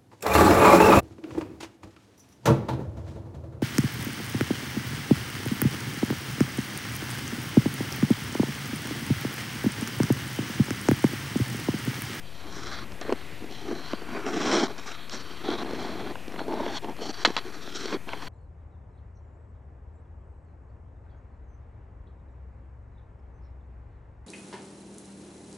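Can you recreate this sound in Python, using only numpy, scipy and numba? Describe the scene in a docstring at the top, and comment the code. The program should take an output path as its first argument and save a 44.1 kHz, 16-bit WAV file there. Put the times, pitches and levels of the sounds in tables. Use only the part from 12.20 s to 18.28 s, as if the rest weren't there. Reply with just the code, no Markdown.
"""A skater shuffles and carves over rough pond ice a few metres from a tape camcorder on an open snowy field.
Soft shaving and a first step lead to a strong carve after two seconds, then to shorter, knocking strokes.
Sharp cracks ring out just after five seconds, and the last strokes follow. The blade sounds are noise through
resonances of ice, boot and blade; knocks and cracks are short blows that ring. All the way through there are
light wind and far country noise (filtered noise), tape hiss, and thin whine and drive tones (sine waves)."""
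import sys
import numpy as np
from scipy import signal
from scipy.io import wavfile
from scipy.ndimage import uniform_filter1d
from numba import njit

SR = 44100
rng = np.random.default_rng(int(sys.argv[2]) if len(sys.argv) > 2 else 0)


def put_to_file(sound):
    """Save the sound as 16-bit audio at rate SR, in the file named by the first command-line argument."""
    columns = np.atleast_2d(sound).T  # one column per channel
    safe = np.clip(columns, -1, 1)
    whole_steps = np.round(safe * 32767)
    wavfile.write(sys.argv[1], SR, whole_steps.astype(np.int16))


N = 268282  # length in samples

# Resonances of the ice sheet, the boot, and the ice that the blade crushes, shaves and sprays.
# Columns: pitch_hz [Hz], base_width_hz [Hz, widened where used], level_db [dB, relative]
SHEET = [(171, 86, -9.5), (284, 102.5, -4.5), (340.6, 76, -0.5), (413, 74, -4.5)]
BOOT = [(663, 110, 1), (826.6, 180, -2)]
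CRUST = [(1116, 180, 2), (1506, 300, 0), (2133, 490, -5.5), (2657, 370, -11)]
POWDER = [(3230, 317, 2.5), (4010, 350, 0.5), (4470, 150, 3), (4740, 250, -11)]
SPRAY = [(5630, 800, 2), (7270, 1100, -8.5), (8600, 1700, -8)]


def undb(db):
    """Turn decibels into a gain."""
    return 10 ** (np.asarray(db) / 20)


def level(x, db):
    """Scale a sound to an rms (average strength) level."""
    return x * undb(db) / np.sqrt(np.mean(x ** 2))


@njit
def svf(x, hz, width):
    """Let one band through: a state-variable filter whose centre may move, with gain 1 at the centre."""
    y = np.empty(len(x))
    band, low = 0., 0.
    for i in range(len(x)):
        g = np.pi * hz[i] / SR
        g += g ** 3 / 3  # close to tan(g)
        damping = width / hz[i]
        v = (band + g * (x[i] - low)) / (1 + g * (g + damping))
        band = 2 * v - band
        low = low + 2 * g * v
        y[i] = damping * v
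    return y


def svf_twice(x, centre, width):
    """Pass the same band filter twice, for steeper sides."""
    return svf(svf(x, centre, width), centre, width)


def walk(rate):
    """Wander at random: levels held for 1 / rate seconds, then smoothed twice; spread near 1."""
    hold = max(int(SR / rate), 1)
    steps = np.repeat(rng.standard_normal(N // hold + 1), hold)
    smoothed = uniform_filter1d(uniform_filter1d(steps, hold), hold)
    return 1.23 * smoothed[:N]


def add(out, s, sound, db):
    """Mix a sound in at a time in seconds, scaled to a peak level."""
    start = int(s * SR)
    n = min(len(sound), N - start)
    out[start:start + n] += sound[:n] * undb(db) / np.abs(sound).max()


def glide():
    """The blade bumps over ridges: one shared judder shakes all layers, the spray hardest and the powder least."""
    settle_db = -33  # under a thud near this loud the blade bites in and judders less
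    settled = 0.5    # share of the judder left under a very loud thud
    gains = strokes()
    pressure = (gains[0] / undb(settle_db)) ** 2
    judder = walk(90) * (settled + (1 - settled) / (1 + pressure))

    ridges = grains(800, 2.53, 0.59)
    chips = grains(3000, 2.3, 0.75)

    def layer(judder_db, source, peaks, drift, sway_db):
        return level(undb(judder_db * judder) * body(source, peaks, drift, sway_db), 0)

    thud = layer(2.4, ridges, SHEET, 0.012, 1.4)
    boot = layer(2.6, ridges + 0.37 * chips, BOOT, 0.038, 2.2)
    crust = layer(2.2, 0.59 * ridges + chips, CRUST, 0.058, 0.95)
    powder = layer(1.93, chips, POWDER, 0.021, 3.0)
    spray = layer(2.96, chips, SPRAY, 0.0089, 0.84)
    return (gains * np.array([thud, boot, crust, powder, spray])).sum(axis=0)


def strokes():
    """Gain of each layer over all strokes; the blade lands and lifts within a few milliseconds."""
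    # Blade on the ice, one list a stroke; levels are before the microphone.
    # Columns: time_s [s], thud_db [dB], powder_db [dB], spray_db [dB]
    stroke_levels = [
        [(0.0, -67, -72, -70), (0.05, -74, -58, -76), (0.158, -65, -49.5, -55), (0.258, -47, -54, -65),
         (0.328, -46, -50.5, -47.5), (0.59, -48.5, -44, -53), (0.645, -51, -54, -62)],
        [(0.815, -38, -42, -49), (0.831, -50, -51.5, -66), (0.938, -29, -55, -66)],
        [(0.945, -44, -73, -76), (0.957, -54, -58.5, -72), (1.21, -59, -57, -71)],
        [(1.21, -46, -53, -76), (1.224, -45, -70, -76), (1.372, -53, -49, -54), (1.506, -31.5, -53.5, -57.5),
         (1.69, -53, -44, -53.5), (1.73, -36.5, -40.5, -47)],
        [(1.745, -43, -40, -56), (1.757, -49.5, -45.5, -60), (1.869, -45, -57.5, -68), (1.963, -31, -45, -52),
         (2.033, -43.5, -54, -56), (2.055, -35, -48, -58)],
        [(2.055, -39, -55, -55), (2.063, -33, -46, -43.5), (2.115, -33, -47.5, -43.5), (2.361, -23.5, -32, -32),
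         (2.431, -25.5, -36, -36.5), (2.472, -33.5, -38.5, -40)],
        [(2.478, -38, -50, -54), (2.542, -51.5, -55, -61), (2.676, -47.5, -44.5, -43.5), (2.786, -59, -49, -65),
         (2.868, -61, -53, -76), (2.89, -65, -58, -74)],
        [(2.905, -56, -41.5, -51), (2.933, -38, -40, -37.5), (3.025, -50.5, -49, -58), (3.23, -45, -49.5, -56)],
        [(3.235, -35.5, -43, -55), (3.313, -31.5, -38, -53), (3.351, -34.5, -43, -54),
         (3.432, -32.5, -41.5, -52)],
        [(3.455, -37.5, -49.5, -64), (3.621, -35.5, -45, -49), (3.895, -37, -49.5, -66), (3.925, -34, -51, -60)],
        [(4.09, -45, -66, -76), (4.176, -43, -55, -74), (4.19, -39.5, -45, -63), (4.275, -38, -65, -76)],
        [(4.28, -31.5, -55, -63), (4.514, -35.5, -44.5, -51), (4.58, -46.5, -35.5, -42), (4.59, -50, -45, -63)],
        [(4.62, -43.5, -54, -60), (4.702, -35.5, -56.5, -68), (4.74, -51, -63, -69)],
        [(4.76, -57, -63, -83), (4.822, -35.5, -45, -46.5), (4.915, -40, -45, -47.5)],
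        [(4.93, -56, -50, -57), (5.0, -44, -48, -50), (5.04, -48, -45, -48)],
        [(5.07, -30, -44, -47), (5.156, -59, -51.5, -54), (5.16, -45, -46, -56)],
        [(5.19, -56, -46, -64), (5.222, -43, -52.5, -60), (5.538, -46, -51, -50), (5.55, -43.5, -45, -40.5),
         (5.718, -38, -44, -48), (5.748, -28.5, -44, -50), (5.77, -30, -51, -66)],
        [(5.87, -40, -64, -67), (5.886, -45.5, -47.5, -62), (6.064, -49, -50.5, -52), (6.08, -50, -41, -61)],
    ]
    # Colour of each stroke, same order, added to its mix of thud and powder.
    # Columns: boot_db [dB], crust_landing_db [dB], crust_liftoff_db [dB]
    stroke_colours = [(-6, -5.5, 6), (1.5, 4.5, -2), (-7, 3, -3), (-5, -8.5, 2.5), (-4.5, 1, 5.5),
                      (-3, 3.5, 0), (-1.5, 3, 3), (-5.5, -0.5, 1.5), (-4, -4.5, -1.5), (-3, -1, -1),
                      (-1, 2, 1), (2.5, 1, -1.5), (3, -4, -2), (-3.5, -5, -3.5), (-2, -0.5, 2), (1, 0, 6),
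                      (-8, 0.5, 0), (0, -1, 3.5)]
    # share of the thud in these layers' dB level; the powder gives the rest
    boot_weight, crust_weight = 0.7, 0.34

    t, gains = np.arange(N) / SR, 0
    for stroke, (boot_db, *crust_ends_db) in zip(stroke_levels, stroke_colours):
        s, thud, powder, spray = np.transpose(stroke)
        boot = boot_weight * thud + (1 - boot_weight) * powder + boot_db
        crust = crust_weight * thud + (1 - crust_weight) * powder
        crust = crust + np.interp(s, s[[0, -1]], crust_ends_db)
        layers_db = thud, boot, crust, powder, spray
        layer_gains = np.array([undb(np.interp(t, s, db)) for db in layers_db])
        on_ice = (t >= s[0]) & (t < s[-1])
        gains = gains + layer_gains * on_ice
    return uniform_filter1d(gains, int(0.0072 * SR), axis=1)


def grains(rate, spread_db, smooth):
    """Scattered breaks of very unequal size (rate per second) over a smooth rubbing noise."""
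    hit = rng.random(N) < rate / SR
    size = undb(spread_db * rng.exponential(size=N))
    sign = rng.choice([-1., 1.], N)
    return level(hit * size * sign, 0) + smooth * rng.standard_normal(N)


def body(x, peaks, drift, sway_db):
    """Steep resonances that wander and swell a little as the blade's edge and angle change."""
    out = 0
    for k, (hz, width, db) in enumerate(peaks):
        centre = hz * (1 + drift * walk(6.7))
        gain = (-1) ** k * undb(db + sway_db * walk(9))  # neighbours have opposite sign
        out = out + gain * svf_twice(x, centre, 1.61 * width)
    return out


def knocks():
    """Each step or chip pushes the same resonances, damped by the weight on the blade."""
    # Steps and chips; peak levels are before the microphone.
    # Columns: crest_s [s], thud_db [dB], crust_db [dB], powder_db [dB, also covers the spray]
    knock_list = [(0.7217, -49, -40, -37), (0.813, -30, -37, -26), (0.8952, -18.5, -26, -42),
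                  (0.9031, -26, -26, -41), (0.9252, -11.5, -19.5, -26.5), (0.933, -23.5, -38, -45),
                  (1.2236, -29.5, -47, -49), (1.2433, -27, -42, -43), (1.312, -32, -51, -37),
                  (1.5139, -21, -32, -40), (1.7345, -17.5, -22, -32), (1.8218, -27, -41, -44),
                  (1.89, -30, -34, -41), (2.0649, -27, -27, -41), (2.581, -37, -49, -31.5),
                  (2.7182, -44, -36, -29.5), (2.897, -54, -34, -25), (3.2891, -19.5, -52, -32),
                  (3.304, -22, -40, -32), (3.315, -20, -29, -33), (3.4331, -22.5, -43, -44),
                  (3.4487, -24, -34, -38), (3.51, -21, -29.5, -36), (3.5336, -19.5, -40, -35),
                  (3.758, -30, -49, -46), (3.9558, -51, -26.5, -46), (4.0813, -26.5, -42, -36),
                  (4.122, -50, -38, -39), (4.143, -30, -36, -45), (4.162, -34, -28.5, -48),
                  (4.194, -51, -21, -38), (4.2162, -24, -46, -53), (4.2825, -23, -35, -39),
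                  (4.3259, -31, -28.5, -42), (4.3408, -22.5, -35, -36.5), (4.406, -23.5, -48, -47),
                  (4.465, -21.5, -26, -41), (4.646, -30, -28.5, -41), (4.6967, -26, -43, -40),
                  (4.7663, -44, -38, -40), (4.8196, -23, -45, -42), (4.897, -27, -38, -41),
                  (5.0763, -18.5, -48, -22.5), (5.1042, -20.5, -32, -34), (5.6578, -25, -40, -25),
                  (5.7277, -26, -25, -36), (5.891, -36, -27, -36), (5.9355, -35, -22, -40)]
    crunch_t60_s = 0.0085  # time for the crunch to fade by 60 dB
    boot_offset_db, thud_share = -3, 0.27  # boot level: a mix of thud and crust dB, plus an offset

    out = np.zeros(N)
    for s, thud_db, crust_db, powder_db in knock_list:
        blow = burst(crunch_t60_s, 0.277)
        boot_db = thud_share * thud_db + (1 - thud_share) * crust_db + boot_offset_db
        layers = ((SHEET, thud_db), (BOOT, boot_db), (CRUST, crust_db), (POWDER + SPRAY, powder_db))
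        for peaks, db in layers:
            rung = 0
            for hz, width, peak_db in peaks:
                centre = np.full(len(blow), float(hz))
                # a heavier body is pushed for longer, so its ring starts softly
                push_shape = np.hanning(int(.8 * SR / hz) + 3)
                push = np.convolve(blow, push_shape)[:len(blow)] * hz
                rung = rung + undb(peak_db) * svf_twice(push, centre, 2.3 * width)
            # low waves run ahead through the ice: every layer crests at the same moment
            crest_delay_s = np.argmax(np.abs(rung)) / SR
            add(out, s - crest_delay_s, rung, db)
    return out


def burst(t60, crunch):
    """One clean blow followed by a crunch of noise that fades by 60 dB in t60 seconds."""
    t = np.arange(2048) / SR
    blow = crunch * rng.standard_normal(2048) * 10 ** (-3 * t / t60)
    blow[0] = 1
    return blow


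def cracks():
    """A hard hit, as of a stick on hard ice: a sharp click, then a rattle that holds briefly and stops."""
    # Hits; peak levels are before the microphone.
    # Columns: start_s [s], level_db [dB], rattle_s [s]
    hits = [(5.0496, -1.5, 0.013), (5.1658, -9, 0.0043), (5.1765, -14.5, .003), (5.182, -22, 0.013)]
    # Ringing tones of a hit. Columns: pitch_hz [Hz], level_db [dB, relative], t60_s [s to fade by 60 dB]
    modes = [(1085, -5, 0.049), (1320, 1, 0.032), (1520, 1, 0.022), (1700, 2, 0.019), (1906, 2, 0.024),
             (2145, 1.5, 0.014), (2356, 0, 0.021), (2670, 4, 0.011), (3050, 3.5, 0.019), (3340, 7.5, 0.013),
             (3620, -1, 0.0072), (4030, 9, 0.0085), (4010, 1, 0.012), (5140, -24, 0.012),
             (5850, -10, 0.014)]

    out, t = np.zeros(N), np.arange(4096) / SR
    for s, db, rattle_s in hits:
        push = 0.2 * rng.standard_normal(4096) * np.exp(-(t / rattle_s) ** 3)
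        push[0] = 1
        add(out, s, ring(push, modes), db)
    return out


def ring(x, modes):
    """Send a short push through tones that die away, as a struck solid does."""
    t = np.arange(len(x)) / SR
    response = 0
    for hz, db, t60 in modes:
        response = response + undb(db) * np.sin(2 * np.pi * hz * t) * 10 ** (-3 * t / t60)
    return signal.fftconvolve(x, response)[:len(x)]


def field():
    """Far noise in half-octave bands that swell together and flicker alone, plus wind rumble."""
    # Colour of the far noise. Columns: pitch_hz [Hz], level_db [dB, relative]
    colour = np.array([(60, -1), (120, 4), (300, 0), (700, -6.5), (1500, -11.5), (2500, -4.5), (4000, -43),
                       (6000, -64), (8000, -59)])
    # Level of the wind before its gusts. Columns: time_s [s], level_db [dB]
    wind_levels = [(0.0, -51), (0.6, -47), (0.9, -47), (1.0, -55.5), (6.08, -54.5)]
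    far_db, gust_db = -47, 1

    far, swell = 0, walk(1.644)
    for hz in 60 * 2 ** np.arange(0, 7.1, .5):
        band_db = np.interp(np.log(hz), np.log(colour[:, 0]), colour[:, 1])
        band_db = band_db + 4.9 * swell + 1.9 * walk(5.4)
        far = far + undb(band_db) * svf(rng.standard_normal(N), np.full(N, hz), hz / 3.7)

    wind_s, wind_db = np.transpose(wind_levels)
    wind_db = np.interp(np.arange(N) / SR, wind_s, wind_db) + gust_db * walk(2.76)
    rumble = level(svf(rng.standard_normal(N), np.full(N, 70.), 58.0), 0)
    wind = undb(wind_db) * rumble

    # faint low noise of opposite sign makes the two tracks a little unlike
    unlike = level(svf_twice(rng.standard_normal(N), np.full(N, 60.), 115.0), -72.0)
    return level(far, far_db) + wind + unlike * np.array([[1], [-1]])


def scene():
    """The skater through a microphone deaf to deep bass and high treble, without echo, plus the field noise."""
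    mic_low_hz, mic_top_hz = 187, 6830
    mic = signal.butter(4, [mic_low_hz, mic_top_hz], "band", fs=SR, output="sos")
    skater = glide() + knocks() + cracks()
    return signal.sosfilt(mic, skater) + field()


def tones(lines, t):
    """Add up steady sine waves, each at its rms level."""
    return sum(np.sqrt(2) * undb(db) * np.sin(2 * np.pi * hz * t) for hz, db in lines)


def record(dry):
    """Add tape hiss, wavering drive tones and scan whine, cut the top steeply, and offset each track."""
    # Thin picture-scan whine in close lines. Columns: pitch_hz [Hz], level_db [dB rms]
    whine_lines = [(15254, -92), (15315, -93), (15375, -87), (15434, -87)]
    # Faint tones of the tape drive. Columns: pitch_hz [Hz], level_db [dB rms]
    drive_lines = [(1922, -69), (2339, -64), (2519, -64.5)]
    # Constant offset, one row a track. Column: offset [share of full scale]
    track_offset = np.array([
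        [-.0202],
        [-.008],
    ])
    hiss_db, hiss_top_hz, top_hz = -60, 13700, 15560
    wow_s = 0.0001  # typical size of the drive's slow time wobble

    hiss_filter = signal.butter(6, hiss_top_hz, fs=SR, output="sos")
    hiss = level(signal.sosfilt(hiss_filter, rng.standard_normal(N)), hiss_db)
    t = np.arange(N) / SR
    whine = tones(whine_lines, t)
    drive = tones(drive_lines, t + wow_s * walk(5))
    top = signal.ellip(10, .2, 80, top_hz, fs=SR, output="sos")
    return signal.sosfilt(top, dry + hiss + whine + drive) + track_offset


dry = scene()
out = record(dry)
put_to_file(out)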